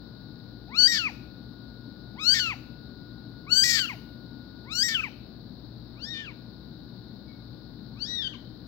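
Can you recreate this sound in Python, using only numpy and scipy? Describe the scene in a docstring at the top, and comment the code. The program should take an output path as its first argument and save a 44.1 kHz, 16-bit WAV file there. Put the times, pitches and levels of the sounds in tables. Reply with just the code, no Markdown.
"""A quiet room with a couch: a tiny kitten mews six times, four held up close, then two facing away.
Each mew is an arch of pitch from the vocal folds: the jaw opens and lifts the mouth resonance, the
voice frays into a fluttering rasp, mostly with a crack upward, then slides down. Behind it an appliance
hums and whines, the room rumbles, the microphones hiss faintly, and one thin squeak sounds far off."""
import sys
import numpy as np
from scipy import signal
from scipy.fft import rfft, irfft, next_fast_len
from scipy.io import wavfile

SR = 44100
rng = np.random.default_rng(int(sys.argv[2]) if len(sys.argv) > 2 else 0)


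def transcribe(signal):
    """Save signal, clipped to [-1, 1], as a 16-bit WAV file at the path in sys.argv[1]."""
    frames = np.atleast_2d(signal).T
    limited = np.clip(frames, -1, 1)
    pcm = np.round(limited * 32767).astype(np.int16)
    wavfile.write(sys.argv[1], SR, pcm)


N = 382347
TIME = np.arange(N) / SR


def amp(db):
    """Decibels to gain."""
    return 10 ** (np.asarray(db) / 20)


def ramp(t, start, end):
    """Goes from 0 at start to 1 at end."""
    return np.clip((t - start) / max(end - start, 1 / SR), 0, 1)


def curve_at(points, hz):
    """Reads a curve on a log-frequency axis."""
    f, value = np.transpose(points)
    return np.interp(np.log(hz + 1), np.log(f + 1), value)


def eq(x, points):
    """Filters by a curve of (freq_hz, gain_db)."""
    size = next_fast_len(len(x) + SR // 10)
    gain = amp(curve_at(points, np.fft.rfftfreq(size, 1 / SR)))
    return irfft(rfft(x, size) * gain, size)[:len(x)]


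def wander(size, hz):
    """Smooth random drift of rms about 1, rolling off above hz."""
    length = next_fast_len(size + SR)
    f = np.fft.rfftfreq(length, 1 / SR)
    drift = irfft(rfft(rng.standard_normal(length)) * np.exp(-.5 * (f / hz) ** 2), length)
    return drift[:size] / np.sqrt(np.mean(drift ** 2) + 1e-20)


def add(mix, start_s, sound):
    """Lays a sound into the mix."""
    part = mix[round(start_s * SR):][:len(sound)]
    part += sound[:len(part)]


def room_tone(rumble_db=-46.5, hiss_db=-59):
    """Low room rumble, alike at both microphones, and their own nearly unrelated hiss."""
    # spectral shapes: freq_hz, relative_db
    rumble = [(15, -33.5), (25, -30), (48, -12), (69, -5), (87, -16), (109, -2.5), (144, -5), (234, -2.5),
              (313, -5), (338, -15.5), (365, -14), (1320, -31.5), (1480, -29.5), (1570, -30), (2600, -60),
              (3380, -70.5), (5720, -120)]
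    hiss = [(1500, -29.5), (2600, -21.5), (3300, -14.5), (3900, 3.5), (4400, 2), (5100, -7.5),
            (5800, -27.5), (8000, -46), (10000, -45), (12000, -32.5), (15500, -24)]
    # lean to the left: freq_hz, left_over_right_db
    balance = [(60, 6), (110, 6), (200, 10.5), (380, 10.5), (700, 8), (1290, 10.5), (2380, 2.5),
               (4400, 26.5), (8120, -1.5), (15000, -1)]
    # likeness of the two sides: freq_hz, correlation
    likeness = [(60, 0.66), (280, 0.88), (640, 0.31), (1400, 0.426), (3000, .05)]
    size = next_fast_len(N)
    hz = np.fft.rfftfreq(size, 1 / SR)
    left, unrelated = rfft(rng.standard_normal((2, size)))
    same = curve_at(likeness, hz)
    right = (same * left + np.sqrt(1 - same ** 2) * unrelated) * amp(-curve_at(balance, hz))
    bed = np.zeros((2, N))
    for shape, db in ((rumble, rumble_db), (hiss, hiss_db)):
        noise = irfft(np.array([left, right]) * amp(curve_at(shape, hz)), size)[:, :N]
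        bed += amp(db) * noise / noise.mean(0).std()
    return bed


def appliance(whine_hz=1448.7, waver_hz=1.468, hum_right_db=-8, whine_right_db=-14):
    """A motor's wavering hum, and a thin whine that dips after five seconds and partly returns."""
    # hum partials: pitch_hz, level_db
    partials = [(59.2, -54.5), (118.4, -50), (231.5, -57), (312, -59), (360.7, -62.5)]
    # the whine's envelope: time_s, level_db
    whine_fader = [(0, -60.5), (2, -57), (4.6, -57), (5.2, -65), (5.6, -73.5), (6.3, -63), (8.67, -66)]

    def tone(hz):
        phase = 2 * np.pi * np.cumsum(hz + waver_hz * wander(N, 5.0)) / SR
        return np.sqrt(2) * np.sin(phase) * (1 + 0.089 * wander(N, 8.6))
    hum = sum(amp(db) * tone(hz) for hz, db in partials)
    whine = amp(np.interp(TIME, *np.transpose(whine_fader))) * tone(whine_hz)
    return np.array([hum + whine, amp(hum_right_db) * hum + amp(whine_right_db) * whine])


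def reverb(x, early_db=7, early_s=0.047, echoes_per_s=3000):
    """Sparse reflections, strongest at first from couch and near walls; each band dies at its own rate."""
    # the room's decay: freq_hz, t60_s
    decay_times = [(500, .35), (1300, 0.63), (2600, 0.6), (5000, 0.49), (8000, 0.43), (15000, 1)]
    taps = rng.choice([-1., 1.], SR) * (rng.random(SR) < echoes_per_s / SR)
    taps *= np.arange(SR) > .003 * SR  # pre-delay
    hz, t, bands = signal.stft(taps, SR, nperseg=256)
    decay_db = early_db * np.exp(-t / early_s) - 60 * t / curve_at(decay_times, hz)[:, None]
    tail = signal.istft(bands * amp(decay_db), SR, nperseg=256)[1]
    return signal.fftconvolve(x, tail / np.linalg.norm(tail))[:N]


def squeak():
    """One faint, thin squeak across the room."""
    # its contour: time_s, pitch_hz, level_db
    contour = [(7.27, 2230, -70.5), (7.305, 2246, -60), (7.33, 2150, -58.5), (7.345, 2200, -87.5)]
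    s, hz, db = np.transpose(contour)
    envelope = amp(np.interp(TIME, s, db)) * (TIME > s[0]) * (TIME < s[-1])
    tone = envelope * np.sin(2 * np.pi * np.cumsum(np.interp(TIME, s, hz)) / SR)
    return np.array([tone + 1.1 * reverb(tone), 0.37 * (tone + reverb(tone))])


def voice_cracks(t, hz, jump_s=.004):
    """The voice cracks into another register: pitch mostly jumps up, holds, sags and glides back to its arch."""
    # register breaks: start_s, release_s, first_hz, last_hz, glide_back_s, gain_db
    cracks = [(0.876, .976, 1907, 1802, .016, 0.5), (2.343, 2.392, 1923, 1818, 0.0075, -0.5),
              (3.638, 3.78, 2002, 1800, 0.021, 1.5), (3.86, 3.873, 1638, 1543, 0.027, -12.5),
              (4.833, 4.943, 1905, 1820, 0.0066, -1), (5.011, 5.026, 1570, 1490, .018, 0),
              (8.241, 8.278, 1580, 1502, .006, 6), (8.283, 8.325, 1648, 1590, .015, -14.5)]
    change_db = np.zeros(len(t))
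    for start, end, first_hz, last_hz, back_s, db in cracks:
        held = ramp(t, start - jump_s / 2, start + jump_s / 2) - ramp(t, end, end + back_s)
        cracked_hz = first_hz + (last_hz - first_hz) * ramp(t, start, end) ** 3
        hz = hz + held * (cracked_hz - hz)
        change_db += held * db
    return hz, change_db


def voice_fray(t, start, end, build_s, flutter, flutter_ratio, first_rasp, last_rasp, clear_s=.012):
    """Flutter and rasp build, hold and clear over one rough stretch."""
    held = ramp(t, start, start + build_s) * (1 - ramp(t, end, end + clear_s))
    return held * flutter, flutter_ratio, held * np.interp(t, [start, end], [first_rasp, last_rasp])


def vocal_folds(hz, flutter, flutter_ratio, rasp):
    """The folds buzz; a second, slower vibration throws sidebands; uneven cycles smear the overtones."""
    size = len(hz)
    cycles = np.cumsum(hz * (1 + (.002 + .012 * rasp) * wander(size, 110))) / SR
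    flutter_phase = 2 * np.pi * np.cumsum(hz * (flutter_ratio + .028 * rasp * wander(size, 80))) / SR
    wobble = flutter * (.42 * np.sin(flutter_phase) + .15 * np.sin(2 * flutter_phase))
    phase = 2 * np.pi * cycles + wobble + .32 * rasp * wander(size, 400)
    buzz = sum(np.cos(k * phase) * np.clip((SR / 2 - k * hz) / hz - 1, 0, 1) for k in range(1, 15))
    # air leaks in puffs, once a cycle, and is mostly treble
    puffs = (.015 + .42 * rasp) * (1 + np.cos(phase)) * np.clip(rng.standard_normal(size), -2.5, 2.5)
    air = eq(puffs, [(900, -24), (1800, -7), (4000, -1), (7000, 0), (12000, 3)])
    return buzz * (1 + .3 * flutter * np.cos(flutter_phase + 1)) + air


def throat(source, hz, jaw, flutter, tilt_db, open_hz, shut_hz=2507, mouth_db=15.0, mouth_width=0.11):
    """The mouth resonance rises as the jaw opens; overtones ring out as they cross it or the throat's."""
    # the voice's steady colour, throat and left microphone together (the deep 9-11 kHz cut is the
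    # microphone's): freq_hz, gain_db
    voice_eq = [(600, 7.5), (1000, -1), (1300, -2.5), (1550, -4.8), (1880, 3.3), (2350, 5), (2600, -1),
                (3200, .3), (3800, -5), (4100, -2.5), (4500, 8), (5500, -1), (7800, 2.5), (9000, -26),
                (10000, -23), (11000, -13.5), (15500, -13.5)]
    f, frame_s, bands = signal.stft(source, SR, nperseg=256, noverlap=192)
    pitch, jaw, flutter, tilt_db = (np.interp(frame_s * SR, np.arange(len(source)), control)
                                    for control in (hz, jaw, flutter, tilt_db))
    f = f[:, None]
    detune = f / (shut_hz + (open_hz - shut_hz) * jaw) - 1
    # leaky, fluttering folds damp the resonance; nearly closed lips muffle all above it
    mouth = mouth_db * (1 - 0.52 * flutter) / (1 + (detune / mouth_width) ** 2)
    lips = -24 * (1 - jaw) * np.clip(2 * detune, 0, 1)
    # gently swinging folds give fewer overtones, and little sounds below the fundamental
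    slack = tilt_db * np.log2(np.maximum(f / pitch, 1))
    low_cut = -60 * np.clip(.8 - f / pitch, 0, 1)
    gain = amp(curve_at(voice_eq, f) + mouth + lips + slack + low_cut)
    return signal.istft(bands * gain, SR, nperseg=256, noverlap=192)[1][:len(source)]


def mew(arch, gesture, fray, jaw_open_s=0.074, taut_hz=1150, effort_db_per_octave=23.5, shimmer_db=1.04):
    """One mew: effort follows the pitch and swells toward the end; the jaw opens, holds and closes."""
    opens, closes, shut, open_hz, level_db, swell_db, hoarse = gesture
    s, pitches = np.transpose(arch)
    t = np.arange(s[0], s[-1], 1 / SR)
    arch_hz = np.interp(t, s, pitches)
    closing = ramp(t, closes, shut)
    jaw = ramp(t, opens, opens + jaw_open_s) * (1 - closing)
    flutter, flutter_ratio, rasp = voice_fray(t, *fray)
    hz, crack_db = voice_cracks(t, arch_hz)
    hz = hz * (1 - .035 * flutter)  # flutter drags the pitch down
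    roughness = np.clip(hoarse + 0.2 * closing + rasp, 0, 1)
    source = vocal_folds(hz, np.clip(flutter, 0, 1), flutter_ratio, roughness)
    # per-octave tilt: a mew starts nearly pure, and slack folds lose overtones at low pitch
    onset = 1 - ramp(t, s[0], opens + 0.027) ** 2
    tilt_db = -14 * onset - 9.5 * np.clip(1 - hz / taut_hz, 0, 1)
    effort_db = level_db + effort_db_per_octave * np.log2(arch_hz / 1552)
    effort_db += swell_db * (ramp(t, s[0], s[-1]) - .5)
    gain = amp(effort_db + 0.14 * jaw + crack_db + 0.5 * rasp + shimmer_db * wander(len(t), 45))
    envelope = gain * signal.windows.tukey(len(t), .04)
    return s[0], envelope * throat(source, hz, jaw, flutter, tilt_db, open_hz)


def kitten(right_delay_samples=7):
    """The mews reach the left microphone directly, the right later and shaded, and both via the room."""
    # pitch arches, one list a mew: time_s, pitch_hz
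    arches = [
        [(.665, 618), (.74, 1142), (.765, 1356), (.79, 1494), (.822, 1485), (.876, 1596), (.995, 1473),
         (1.03, 1344), (1.066, 1234), (1.115, 610)],
        [(2.145, 638), (2.206, 1250), (2.228, 1273), (2.28, 1467), (2.335, 1598), (2.399, 1524), (2.5, 1272),
         (2.522, 1030), (2.552, 620)],
        [(3.462, 990), (3.51, 1445), (3.527, 1497), (3.545, 1475), (3.585, 1571), (3.615, 1550), (3.637, 1620),
         (3.806, 1569), (3.85, 1380), (3.905, 1084), (3.96, 566)],
        [(4.645, 811), (4.709, 1229), (4.737, 1373), (4.8, 1533), (4.83, 1658), (4.954, 1544), (4.98, 1360),
         (5.048, 1134), (5.092, 720)],
        [(5.93, 837), (6.005, 1380), (6.037, 1552), (6.066, 1783), (6.11, 1877), (6.16, 1846), (6.215, 1851),
         (6.25, 1625), (6.277, 1306), (6.33, 843)],
        [(7.92, 796), (8.011, 1452), (8.048, 1605), (8.085, 1917), (8.15, 1932), (8.23, 1716), (8.242, 1563),
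         (8.28, 1460), (8.325, 1370), (8.365, 880)],
    ]
    # jaw and breath per mew: opens_s, closes_s, shut_s, open_mouth_hz, base_db, swell_db, hoarseness
    gestures = [(0.726, 0.943, 1.062, 4730, -28.5, 4, 0.06), (2.173, 2.356, 2.54, 4254, -28, 8.5, 0.07),
                (3.473, 3.712, 3.91, 5070, -28.5, 5, 0), (4.683, 4.878, 4.978, 5160, -31.5, 9, 0.11),
                (5.969, 6.059, 6.275, 4500, -43.5, 11, 0.15), (7.954, 8.01, 8.45, 4640, -42, 13, 0.15)]
    # rough stretch per mew: start_s, end_s, build_s, flutter, flutter_to_pitch_ratio, first_rasp, last_rasp
    frays = [(0.909, 0.974, 0.036, 0.83, 0.26, 0.8, 0.83), (2.339, 2.392, 0.0037, 1.23, 0.2, .85, 0.92),
             (3.635, 3.793, 0.0054, 0.99, .25, .35, 1.), (4.88, 4.939, .004, 1.11, 0.26, 0.85, 0.07),
             (6.126, 6.216, 0.022, 0.72, .333, 0.1, .25), (8.22, 8.243, .005, 0.22, 0.34, 0.4, 0.1)]
    # head pose per mew: treble_db, body_db, send_db
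    poses = [(-10.5, 1.2, -15), (-10, 1, -14.5), (-0.5, 0.7, -14.5), (-2.5, 3.3, -14.5), (-22.5, -4.5, -15),
             (-24.5, -16.5, -12.5)]
    # the room's colour: freq_hz, gain_db
    room_eq = [(1200, 4.5), (1900, -0.5), (2700, 1), (4600, 4), (6300, 6.5), (7900, -11), (9000, 8),
               (12000, 3.5), (15000, 5.5)]
    # right microphone against left: freq_hz, direct_db, reverb_db
    right_shade = [(705, 0, -0.5), (1307, -9, -11.5), (2510, -9.5, -10), (4474, -25, -23.5),
                   (7560, -32, -16.5), (9900, -21, -0.5), (11660, -34.5, -9), (14570, -30, -6.5)]
    direct, send = np.zeros(N), np.zeros(N)
    for arch, gesture, fray, (treble_db, body_db, send_db) in zip(arches, gestures, frays, poses):
        start, voice = mew(arch, gesture, fray)
        # treble beams forward: facing away it arrives by reflection, and the very top dips less than the upper
        # treble
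        facing_eq = [(1200, 0.0049), (1900, body_db), (2600, 0), (5600, 0.003),
                     (7500, treble_db), (11000, treble_db), (15000, .62 * treble_db)]
        add(direct, start, eq(voice, facing_eq))
        add(send, start, amp(send_db) * eq(voice, [(7600, 0), (8800, 0.52 * treble_db)]))
    send = eq(send, room_eq)
    hz, direct_db, reverb_db = np.transpose(right_shade)
    right = np.roll(eq(direct, np.c_[hz, direct_db]), right_delay_samples)
    return np.array([direct + reverb(send), right + eq(reverb(send), np.c_[hz, reverb_db])])


def scene():
    """The kitten over the quiet room."""
    return kitten() + squeak() + room_tone() + appliance()


def record(dry, cutoff_hz=15850):
    """A steep low-pass trims the very top."""
    low_pass = signal.firwin(511, cutoff_hz, window=("kaiser", 9), fs=SR)
    return signal.oaconvolve(dry, low_pass[None], "same")


dry = scene()
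out = record(dry)
transcribe(out)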